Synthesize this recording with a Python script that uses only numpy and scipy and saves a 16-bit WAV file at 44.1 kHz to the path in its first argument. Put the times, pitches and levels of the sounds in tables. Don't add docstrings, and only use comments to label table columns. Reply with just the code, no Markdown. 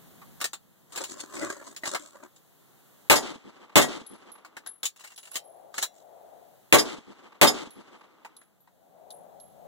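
import sys
import numpy as np
from scipy import signal
from scipy.fft import rfft, irfft, next_fast_len
from scipy.io import wavfile
from scipy.ndimage import uniform_filter1d

SR = 44100
rng = np.random.default_rng(int(sys.argv[2]) if len(sys.argv) > 2 else 0)


def to_wav(sig):
    pcm = np.clip(np.atleast_2d(sig), -1, 1) * 32767
    pcm = np.round(pcm).astype(np.int16)
    wavfile.write(sys.argv[1], SR, pcm.T)


N = 426447


# pitch_hz, level_db
AIR_SPECTRUM = [(20, -23), (60, -15), (130, 2.5), (270, -1), (500, -3), (1000, -7), (2000, -14),
                (4000, -18), (9000, -38.5)]
# pitch_hz, level_db
HISS_SPECTRUM = [(500, -6.5), (2000, 0), (4200, -0.5), (5800, -5), (6600, 2.5), (9000, -1.5), (12000, 2.5),
                 (14500, 5), (16000, -1.5)]
# pitch_hz, level_db
DRONE_SPECTRUM = [(40, -17.5), (120, -6.5), (176, 2), (260, -6), (500, -22), (1500, -48.5)]
# time_s, level_db
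DRONE_LEVEL = [(0, -58), (.7, -57), (1.5, -72), (6.6, -69.5), (9.67, -52)]
# pitch_hz, level_db
MOAN_SPECTRUM = [(60, -32.5), (200, -24), (340, -13), (470, -4.5), (600, 0.5), (700, 4), (820, -3.5),
                 (1000, -15), (1500, -28), (5000, -49)]
# peak_s, half_length_s, level_db
GUSTS = [(5.58, 0.22, -50.5), (6.25, .27, -50), (9.21, 0.29, -49.5), (9.7, 0.11, -48)]
LULL_DB = -77
AIR_DB, HISS_DB = -58, -58.5

# start_s, level_db (800-2500 Hz), brightness_db, strongest_resonance_hz
CLACKS = [(0.216, -46.5, -14, 1145), (.403, -45.5, 3, 1400), (.413, -31, -0.5, 1330),
          (.442, -31.5, 4, 1770), (0.532, -40.5, 3, 7460), (.922, -54, 5.5, 8550), (.959, -43, 6, 7690),
          (0.975, -36, 1.5, 7500), (1.038, -44.5, 8.5, 7000), (1.194, -46, -1, 7300),
          (1.368, -40.5, -12, 388), (1.763, -48.5, 7, 7000), (1.835, -33.5, -10.5, 1990),
          (1.855, -35, 0, 6900), (1.947, -25, -6.5, 1240), (4.448, -46, -7, 1130), (4.567, -40.5, -5, 1750),
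          (4.662, -42, -3, 1660), (4.831, -37.5, 6, 3540), (4.854, -45.5, 17.5, 6820),
          (4.961, -60.5, 4, 2700), (5.007, -53.5, 1.5, 2830), (5.046, -47.5, -1, 2200),
          (5.177, -55, 9, 3100), (5.342, -51, 6, 2950), (5.356, -34.5, 5, 3140), (5.741, -43.5, -1.5, 1300),
          (5.78, -31.5, 0.5, 6540), (5.826, -31, 6.5, 3970), (8.248, -41, -11.5, 853),
          (8.414, -57.5, -8, 3330), (8.674, -58, -15, 953)]
CLACK_EDGES_HZ = [210, 800, 2500, 5500, 16500]
# pitch_hz, width_hz, level_db
FRAME = [(375, 460, -19), (1120, 1700, 12.5), (2100, 670, 9), (2660, 570, 6.5), (3900, 510, 7),
         (4980, 1100, 6.5), (7040, 430, 14.5), (8400, 720, 10)]
CLACK_T60_S, THUD_DB = 0.084, -6
TOP_SLOPE = 1.19
REBOUND_S, REBOUND_DB, REBOUND_BRIGHT_DB, REBOUND_THUD_DB = .009, -11.5, 4, -10.5
PART_RING_DB, PART_RING_T60_S = -18, 0.21
PARTIAL_DB, PARTIAL_LOW_HZ, PARTIAL_HIGH_HZ = -22, 1540, 7800
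FEED_START_S, FEED_END_S, FEED_SCRAPE_DB = 4.96, 5.34, -58
FEED_TICK_DB, FEED_BRIGHT_DB, FEED_HZ = -58.5, 1, 2800

# peak_s, length_s, swish_db, scratch_db
STROKES = [(0.963, 0.044, -36, -36.5), (1.018, 0.031, -29, -32), (1.104, .07, -46.5, -37),
           (1.155, 0.055, -43, -54), (1.211, 0.039, -62, -35), (1.236, 0.03, -40, -43),
           (1.364, 0.09, -51, -39.5), (1.43, 0.14, -29, -36.5), (1.505, 0.062, -34, -36.5),
           (1.624, 0.023, -40, -49), (1.676, 0.072, -44.5, -42), (1.877, 0.036, -31, -25),
           (1.937, 0.031, -31.5, -33), (2.03, 0.13, -48, -46), (2.161, 0.075, -47.5, -56),
           (2.242, 0.025, -39, -50), (2.37, 0.014, -62, -46.5), (5.774, .03, -52, -36),
           (5.825, .025, -48, -27.5), (5.97, .08, -72, -58)]
# pitch_hz, level_db
SWISH_SPECTRUM = [(25, -57), (70, -22), (170, -15.5), (300, 2.5), (400, 1), (470, -18), (560, 1.5),
                  (800, -13.5), (1080, -5), (1700, -10.5), (2600, -21.5), (5000, -44)]
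# pitch_hz, level_db
SCRATCH_SPECTRUM = [(800, -7), (2500, -6.5), (4400, -3), (5800, -5), (7200, 5.5), (9000, -7),
                    (12000, -18.5), (16000, -24)]
STROKE_RISE_DB, STROKE_FALL_DB = 20.5, 17

# start_s, blast_db, muzzle_crack_db, clang_db, off_centre (0-1, where the plate is hit)
SHOTS = [(3.0987, -17, -5.5, -22.5, 0.46), (3.7565, -16, -10, -28, 0.96), (6.7252, -16.5, -4.5, -19.5, 0.1),
         (7.4133, -16, -13, -16.5, 0.17)]
# pitch_hz, level_db
BLAST_SPECTRUM = [(30, -12.5), (90, -4.5), (200, 4), (420, 6), (900, 5.5), (1500, 0), (2200, 2), (3100, -3),
                  (4300, -4.5), (5800, -10.5), (7100, -3), (9500, -10.5), (16000, -13)]
# pitch_hz, t60_s
BLAST_T60 = [(60, 0.1), (250, 0.32), (700, 0.27), (2000, 0.15), (5000, 0.16), (15000, 0.1)]
# pitch_hz, centre_hit_db, edge_hit_db, t60_s
PLATE = [(1660, -25.5, -8.5, .14), (1920, -21.5, 0.5, 0.15), (2160, -16.5, -5.5, 0.086),
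         (3230, -16, -4.5, 0.072), (3640, -20.5, -4, 0.05), (3620, -13, -11.5, 0.1),
         (4490, -18.5, -10, 0.091), (5030, 0, -13.5, .09), (6330, -20, -10.5, 0.1), (6970, -11, -5.5, 0.12),
         (8753, -26, -17, .09), (9500, -24.5, -19, 0.15), (10300, -19, -26.5, 0.063),
         (11600, -19.5, -17, .06)]
# pitch_hz, level_db
SPLASH_SPECTRUM = [(500, -22.5), (2000, 0), (4000, 1.0), (8000, 1.0), (16000, -14.0)]
CLANG_DELAY_S = 0.058
SMEAR_T60_S = .06
# pitch_hz, level_db
ECHO_SPECTRUM = [(40, -29.5), (110, -12.5), (200, 2.5), (330, 3.5), (650, -4.5), (1200, -3.5),
                 (1750, -11.5), (2200, -7.5), (3600, -9.5), (5700, -17.5), (7300, -16), (10000, -29),
                 (16000, -42)]
# delay_s, spread_s, level_db, bass_db (relative to level_db)
BANKS = [(.14, .009, -37, 2), (.17, .011, -35.5, -1.5), (.205, 0.014, -38.5, 2.5),
         (0.251, 0.0132, -47, 6.5), (.376, .013, -54, 13.5), (.398, 0.0075, -50, -5.5),
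         (0.47, 0.0087, -50, -4.5), (.533, .016, -48, -2), (0.603, 0.0035, -47, -15.5),
         (.632, 0.0077, -51, -11.5)]
ECHO_TREBLE_DB, TREBLE_LOSS_DB_PER_S = 5.5, 26
FAR_DB, FAR_FADE_DB_PER_S, FAR_BASS_DB = -55, 2.5, -6.5

# start_s, pitch_hz, ring_db, t60_s, stone_tick_db, left_over_right_db
CASES = [(4.064, 10860, -42.5, .26, -52, 10), (4.318, 10930, -39.5, .17, -52.5, -2),
         (4.672, 10990, -32, 0.24, -52, 6.5), (5.161, 10970, -48, .45, -44, -2),
         (5.315, 11000, -36, 0.2, -61, -9), (5.441, 10970, -52.5, 0.53, -67, 0),
         (7.706, 10940, -45.5, 0.26, -52, 0), (7.983, 10900, -66, 0.22, -72, -1),
         (8.366, 11000, -45.5, 0.24, -49, -2), (8.604, 11900, -56, 0.16, -73.5, 0.5),
         (9.105, 11000, -43, 0.31, -41, 3), (9.4, 11100, -45.5, 0.29, -52, -2)]
# pitch_hz, level_db
TICK_SPECTRUM = [(800, -26), (3000, -2), (3850, 12.5), (4700, 3.5), (11000, -1.5), (16000, -4.5)]

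# pitch_hz, share (capped at 0.95)
CROSSFEED = [(100, 0.49), (500, 0.099), (1200, 1), (2450, 0.8), (3600, 0.76), (5000, 0.27), (7000, 0.14),
             (12000, 0.095)]
CROSSFEED_S = .000408
EDGE_HZ = 15950


def amp(db):
    return 10 ** (np.asarray(db) / 20)


def unit(x):
    return x / np.sqrt(np.mean(x ** 2) + 1e-20)


def read(points, hz):
    f, value = np.transpose(points)
    return np.interp(np.log(hz + 1), np.log(f + 1), value)


def add(mix, s, sound):
    part = mix[:, max(round(s * SR), 0):][:, :sound.shape[1]]
    part += sound[:, :part.shape[1]]


def colour(x, spectrum):
    size = next_fast_len(x.shape[1])
    gain = amp(read(spectrum, np.fft.rfftfreq(size, 1 / SR)))
    return unit(irfft(rfft(x, size) * gain, size)[:, :x.shape[1]])


def noise(spectrum, size=N):
    return colour(rng.standard_normal((2, size)), spectrum)


def scatter(t, hold, t60):
    return amp(-60 * np.maximum(t - hold, 0) / t60)


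def convolve_short(x, response):
    return signal.oaconvolve(x, response, axes=1)[:, :x.shape[1]]


def ripple(size, depth_db, width_hz):
    hz = np.fft.rfftfreq(size, 1 / SR)
    knots_db = depth_db * rng.standard_normal(SR // 20)
    return amp(np.interp(hz / width_hz, np.arange(SR // 20), knots_db))


def outdoors(lean_db=9):
    t = np.arange(N) / SR
    breeze = amp(LULL_DB) + sum(amp(db) * np.exp(-((t - s) / half) ** 2) for s, half, db in GUSTS)
    moan = breeze * noise(MOAN_SPECTRUM) * amp([[2], [2.5 - lean_db]])
    drone = amp(np.interp(t, *np.transpose(DRONE_LEVEL))) * noise(DRONE_SPECTRUM)
    background = amp(AIR_DB) * noise(AIR_SPECTRUM) + amp(HISS_DB) * noise(HISS_SPECTRUM) + drone
    return background, moan


def overtones(t, bright_db, count=6):
    height, phase = rng.random((count, 1, 1)), rng.random((count, 2, 1))
    hz = PARTIAL_LOW_HZ * (PARTIAL_HIGH_HZ / PARTIAL_LOW_HZ) ** height
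    modes = amp(PARTIAL_DB + bright_db * height) * np.sin(2 * np.pi * (hz * t + phase))
    return modes.sum(0)


def contact(level_db, thud_db, bright_db, main_hz, snap_db=5, snap_s=0.00065, hold=0.0047,
            rise_s=0.00049, main_width_hz=220):
    t = np.arange(8192) / SR
    hz = np.fft.rfftfreq(len(t), 1 / SR)
    body = 1 + sum((amp(db) - 1) / (1 + (2 * (hz - f) / width) ** 2) for f, width, db in FRAME)
    main_peak = 1 + 2.5 / (1 + (2 * (hz - main_hz) / main_width_hz) ** 2)
    body = body * ripple(len(t), depth_db=3.5, width_hz=110) * main_peak

    bands_db = (thud_db, 0, bright_db, TOP_SLOPE * bright_db)
    power = 0
    for low, high, band_db in zip(CLACK_EDGES_HZ, CLACK_EDGES_HZ[1:], bands_db):
        band = body / np.sqrt((1 + (low / (hz + 1)) ** 12) * (1 + (hz / high) ** 12))
        power = power + (amp(level_db + band_db) * unit(band)) ** 2

    rattle = irfft(rfft(rng.standard_normal((2, len(t)))) * np.sqrt(power))
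    rattle = rattle * scatter(t, hold, CLACK_T60_S) * amp(snap_db * np.exp(-t / snap_s))
    main = amp(PART_RING_DB) * np.sin(2 * np.pi * (main_hz * t + rng.random((2, 1))))
    ring = amp(level_db) * (main + overtones(t, bright_db)) * scatter(t, 0, PART_RING_T60_S)
    return (rattle + ring) * np.minimum(t / rise_s, 1)


def handling(level_db=-1, pan_db=1.47, rebound_spread=.25, tick_spread_db=5, count=18):
    out = np.zeros((2, N))
    for (s, db, bright_db, main_hz), late in zip(CLACKS, rng.uniform(-0.89, 1, len(CLACKS))):
        add(out, s, contact(db, THUD_DB, bright_db, main_hz))
        rebound = contact(db + REBOUND_DB, REBOUND_THUD_DB, bright_db + REBOUND_BRIGHT_DB, main_hz)
        add(out, s + REBOUND_S * (1 + rebound_spread * late), rebound)
    tick_times = rng.uniform(FEED_START_S, FEED_END_S, count)
    for s, (force, bright) in zip(tick_times, rng.uniform(-0.6, 1, (count, 2))):
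        tick_db = FEED_TICK_DB + tick_spread_db * force
        tick_bright_db = FEED_BRIGHT_DB + tick_spread_db * bright
        add(out, s, contact(tick_db, REBOUND_THUD_DB, tick_bright_db, FEED_HZ))
    return out * amp(level_db) * amp([[pan_db], [-pan_db]])


def rubbing():
    t = np.arange(0, N, 64) / SR
    swish, scratch = 0, amp(FEED_SCRAPE_DB) * ((t > FEED_START_S) & (t < FEED_END_S))
    for s, length, swish_db, scratch_db in STROKES:
        u = (t - s) / length
        shape_db = np.maximum(np.minimum(STROKE_RISE_DB * u, -STROKE_FALL_DB * u), -200)
        swish = np.hypot(swish, amp(swish_db + shape_db))
        scratch = np.hypot(scratch, amp(scratch_db + shape_db))
    return [np.interp(np.arange(N) / SR, t, gain) for gain in (swish, scratch)]


def clothes(swish_db=-2, scratch_db=-3, grain_db=3.0, crackle_db=-2, snags_per_s=220, snag_t60=0.016):
    swish, scratch = rubbing()
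    catches = unit(amp(grain_db * unit(uniform_filter1d(rng.standard_normal(N), size=260))))

    snags = (rng.random(N) < snags_per_s / SR) * amp(4.5 * np.minimum(rng.exponential(1, N), 4))
    t = np.arange(SR // 20) / SR
    snag = rng.standard_normal((2, len(t))) * scatter(t, 0, snag_t60)
    crackle = colour(signal.oaconvolve(snags[None], snag, axes=1)[:, :N], SCRATCH_SPECTRUM)

    rasp = unit(noise(SCRATCH_SPECTRUM) + amp(crackle_db) * crackle)
    rub = amp(swish_db) * swish * noise(SWISH_SPECTRUM) + amp(scratch_db) * scratch * rasp
    z = signal.stft(rub, nperseg=1024)[2]
    folds = uniform_filter1d(rng.standard_normal(z.shape[1:]), size=3, axis=0)
    folds = unit(uniform_filter1d(folds, size=6, axis=1))
    rub = signal.istft(z * unit(amp(3.5 * folds)), nperseg=1024)[1][:, :N]
    return catches * rub * amp([[1], [-1]])


def crack(t, ring_hz=2500, ring_t60=0.0043, push_s=0.0001, edge_db=-9):
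    push = (1 - t / push_s) * np.exp(-t / push_s)
    ring = np.sin(2 * np.pi * ring_hz * t) * scatter(t, .001, ring_t60)
    edge = rng.standard_normal((2, len(t))) * scatter(t, 0.0017, ring_t60)
    return push + ring * np.array([[1], [-1]]) + amp(edge_db) * edge


def blast(gravel, level_db, crack_db, hold=0.026, body_rise=0.004, ground_s=.0068, ground=0.2,
          change=0.69, ripple_db=2.5):
    size = gravel.shape[1]
    spray = gravel + change * noise(BLAST_SPECTRUM, size=size)
    bounce = 1 + ground * np.exp(-2j * np.pi * np.fft.rfftfreq(size, 1 / SR) * ground_s)
    spray = unit(irfft(rfft(spray) * bounce * ripple(size, depth_db=ripple_db, width_hz=110), size))
    hz, t, z = signal.stft(spray, SR, nperseg=256)
    hz = hz[:, None]
    build = 1 - np.exp(-(t + 0.006) / body_rise) / (1 + (hz / 1500) ** 2)
    decay = scatter(t, hold, read(BLAST_T60, hz))
    spray = signal.istft(z * build * decay, SR, nperseg=256)[1][:, :size]
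    t = np.arange(size) / SR
    return (amp(level_db + 5.5) * spray + amp(crack_db) * crack(t)) * np.minimum(t / .0003, 1)


def clang(level_db, off_centre, hold=.013, splash_db=-4, splash_t60=0.13, ring_db=-13):
    t = np.arange(SR // 3) / SR
    share = np.clip(off_centre, 0, 1)
    strike = 1 + 3 * np.exp(-t / 0.00038)
    drive = rng.standard_normal((2, len(t))) * scatter(t, hold, SMEAR_T60_S) * strike
    ring = 0
    for hz, centre_db, edge_db, t60 in PLATE:
        mode = np.sin(2 * np.pi * hz * t) * scatter(t, 0, t60)
        mode_db = centre_db + share * (edge_db - centre_db)
        ring = ring + amp(mode_db) * unit(convolve_short(drive, mode[None]))
    splash = noise(SPLASH_SPECTRUM, size=len(t)) * scatter(t, hold, splash_t60)
    splash = amp(splash_db - 21.5) * splash * np.minimum(t / .0006, 1)
    return amp(level_db + ring_db) * ring + splash


def echoes(wash_from_s=.2, flutter_db=1.0, patchy_db=2.0):
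    hz, t, z = signal.stft(noise(ECHO_SPECTRUM, size=SR * 5 // 4), SR, nperseg=256)
    hz = hz[:, None]
    bass, treble = 1 / (1 + (hz / 480) ** 4), 1 / (1 + (2600 / (hz + 1)) ** 4)
    bank_power = 0
    for delay, spread, db, bass_db in BANKS:
        smear = np.exp(-.5 * ((t - delay) / spread) ** 2)
        bank_power = bank_power + amp(db + bass_db * bass) ** 2 * smear
    wash = amp(FAR_DB - FAR_FADE_DB_PER_S * t + FAR_BASS_DB * bass)
    wash = wash * np.minimum(t / wash_from_s, 1) * scatter(t, .9, 1.0)
    air_db = treble * (ECHO_TREBLE_DB - TREBLE_LOSS_DB_PER_S * np.minimum(t, .65))

    patches = uniform_filter1d(rng.standard_normal(z.shape), size=3, axis=0)
    patches = unit(uniform_filter1d(patches, size=7, axis=1))
    rocks_db = flutter_db * rng.standard_normal(len(t)) + patchy_db * patches
    gain = np.sqrt(bank_power + wash ** 2) * amp(air_db + rocks_db)
    return signal.istft(z * gain, SR, nperseg=256)[1]


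def gunfire():
    out = np.zeros((2, N))
    terrain, gravel = echoes(), noise(BLAST_SPECTRUM, size=SR // 2)
    for s, blast_db, crack_db, clang_db, off_centre in SHOTS:
        add(out, s, blast(gravel, blast_db, crack_db) * amp([[.5], [-.5]]))
        add(out, s + CLANG_DELAY_S, clang(clang_db, off_centre))
        add(out, s, terrain * amp([[1.2], [-1.2]]))
    return out


def cases(level_db=-3, tick_t60=0.062, split_hz=45, twin=0.55, smear_db=-9, smear_t60=0.065):
    out, t = np.zeros((2, N)), np.arange(SR // 2) / SR
    for s, hz, ring_db, t60, tick_db, pan_db in CASES:
        phase = 2 * np.pi * rng.random((2, 2, 1))
        ring = np.sin(2 * np.pi * hz * t + phase[0])
        ring = ring + twin * np.sin(2 * np.pi * (hz + split_hz) * t + phase[1])
        ring = ring * scatter(t, 0, t60) * np.minimum(t / 0.00044, 1)
        stones = rng.standard_normal((2, len(t))) * scatter(t, 0, smear_t60)
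        ring = ring + amp(smear_db) * ring.std() * unit(convolve_short(ring, stones))
        tick = noise(TICK_SPECTRUM, size=len(t)) * scatter(t, 0, tick_t60)
        sound = amp(ring_db) * ring + amp(tick_db) * tick
        add(out, s, sound * amp(level_db) * amp([[pan_db / 2], [-pan_db / 2]]))
    return out


def ducking(x, threshold_db=-37, share=0.84, recover_db_per_s=6.5):
    power = abs(uniform_filter1d((x ** 2).mean(0), size=700))
    power_db = 10 * np.log10(power + 1e-12)
    recovered = recover_db_per_s * np.arange(N) / SR
    cut_db = share * np.maximum(power_db - threshold_db, 0)
    return amp(recovered - np.maximum.accumulate(cut_db + recovered))


def widen(x):
    size = next_fast_len(N + 512)
    z, hz = rfft(x, size), np.fft.rfftfreq(size, 1 / SR)
    share = np.clip(read(CROSSFEED, hz), 0, .95)
    other_side = share * np.exp(-2j * np.pi * hz * CROSSFEED_S) * z[::-1]
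    return irfft((z - other_side) / np.sqrt(1 + share ** 2), size)[:, :N]


def scene():
    background, moan = outdoors()
    near = handling() + clothes() + gunfire() + cases()
    return widen(near + ducking(near) * background) + moan


def record(dry, ceiling=1.4):
    loud = ceiling * np.tanh(dry / ceiling)
    low_pass = signal.firwin(511, EDGE_HZ, window=("kaiser", 9), fs=SR)
    return signal.oaconvolve(loud, low_pass[None], "same")


dry = scene()
out = record(dry)
to_wav(out)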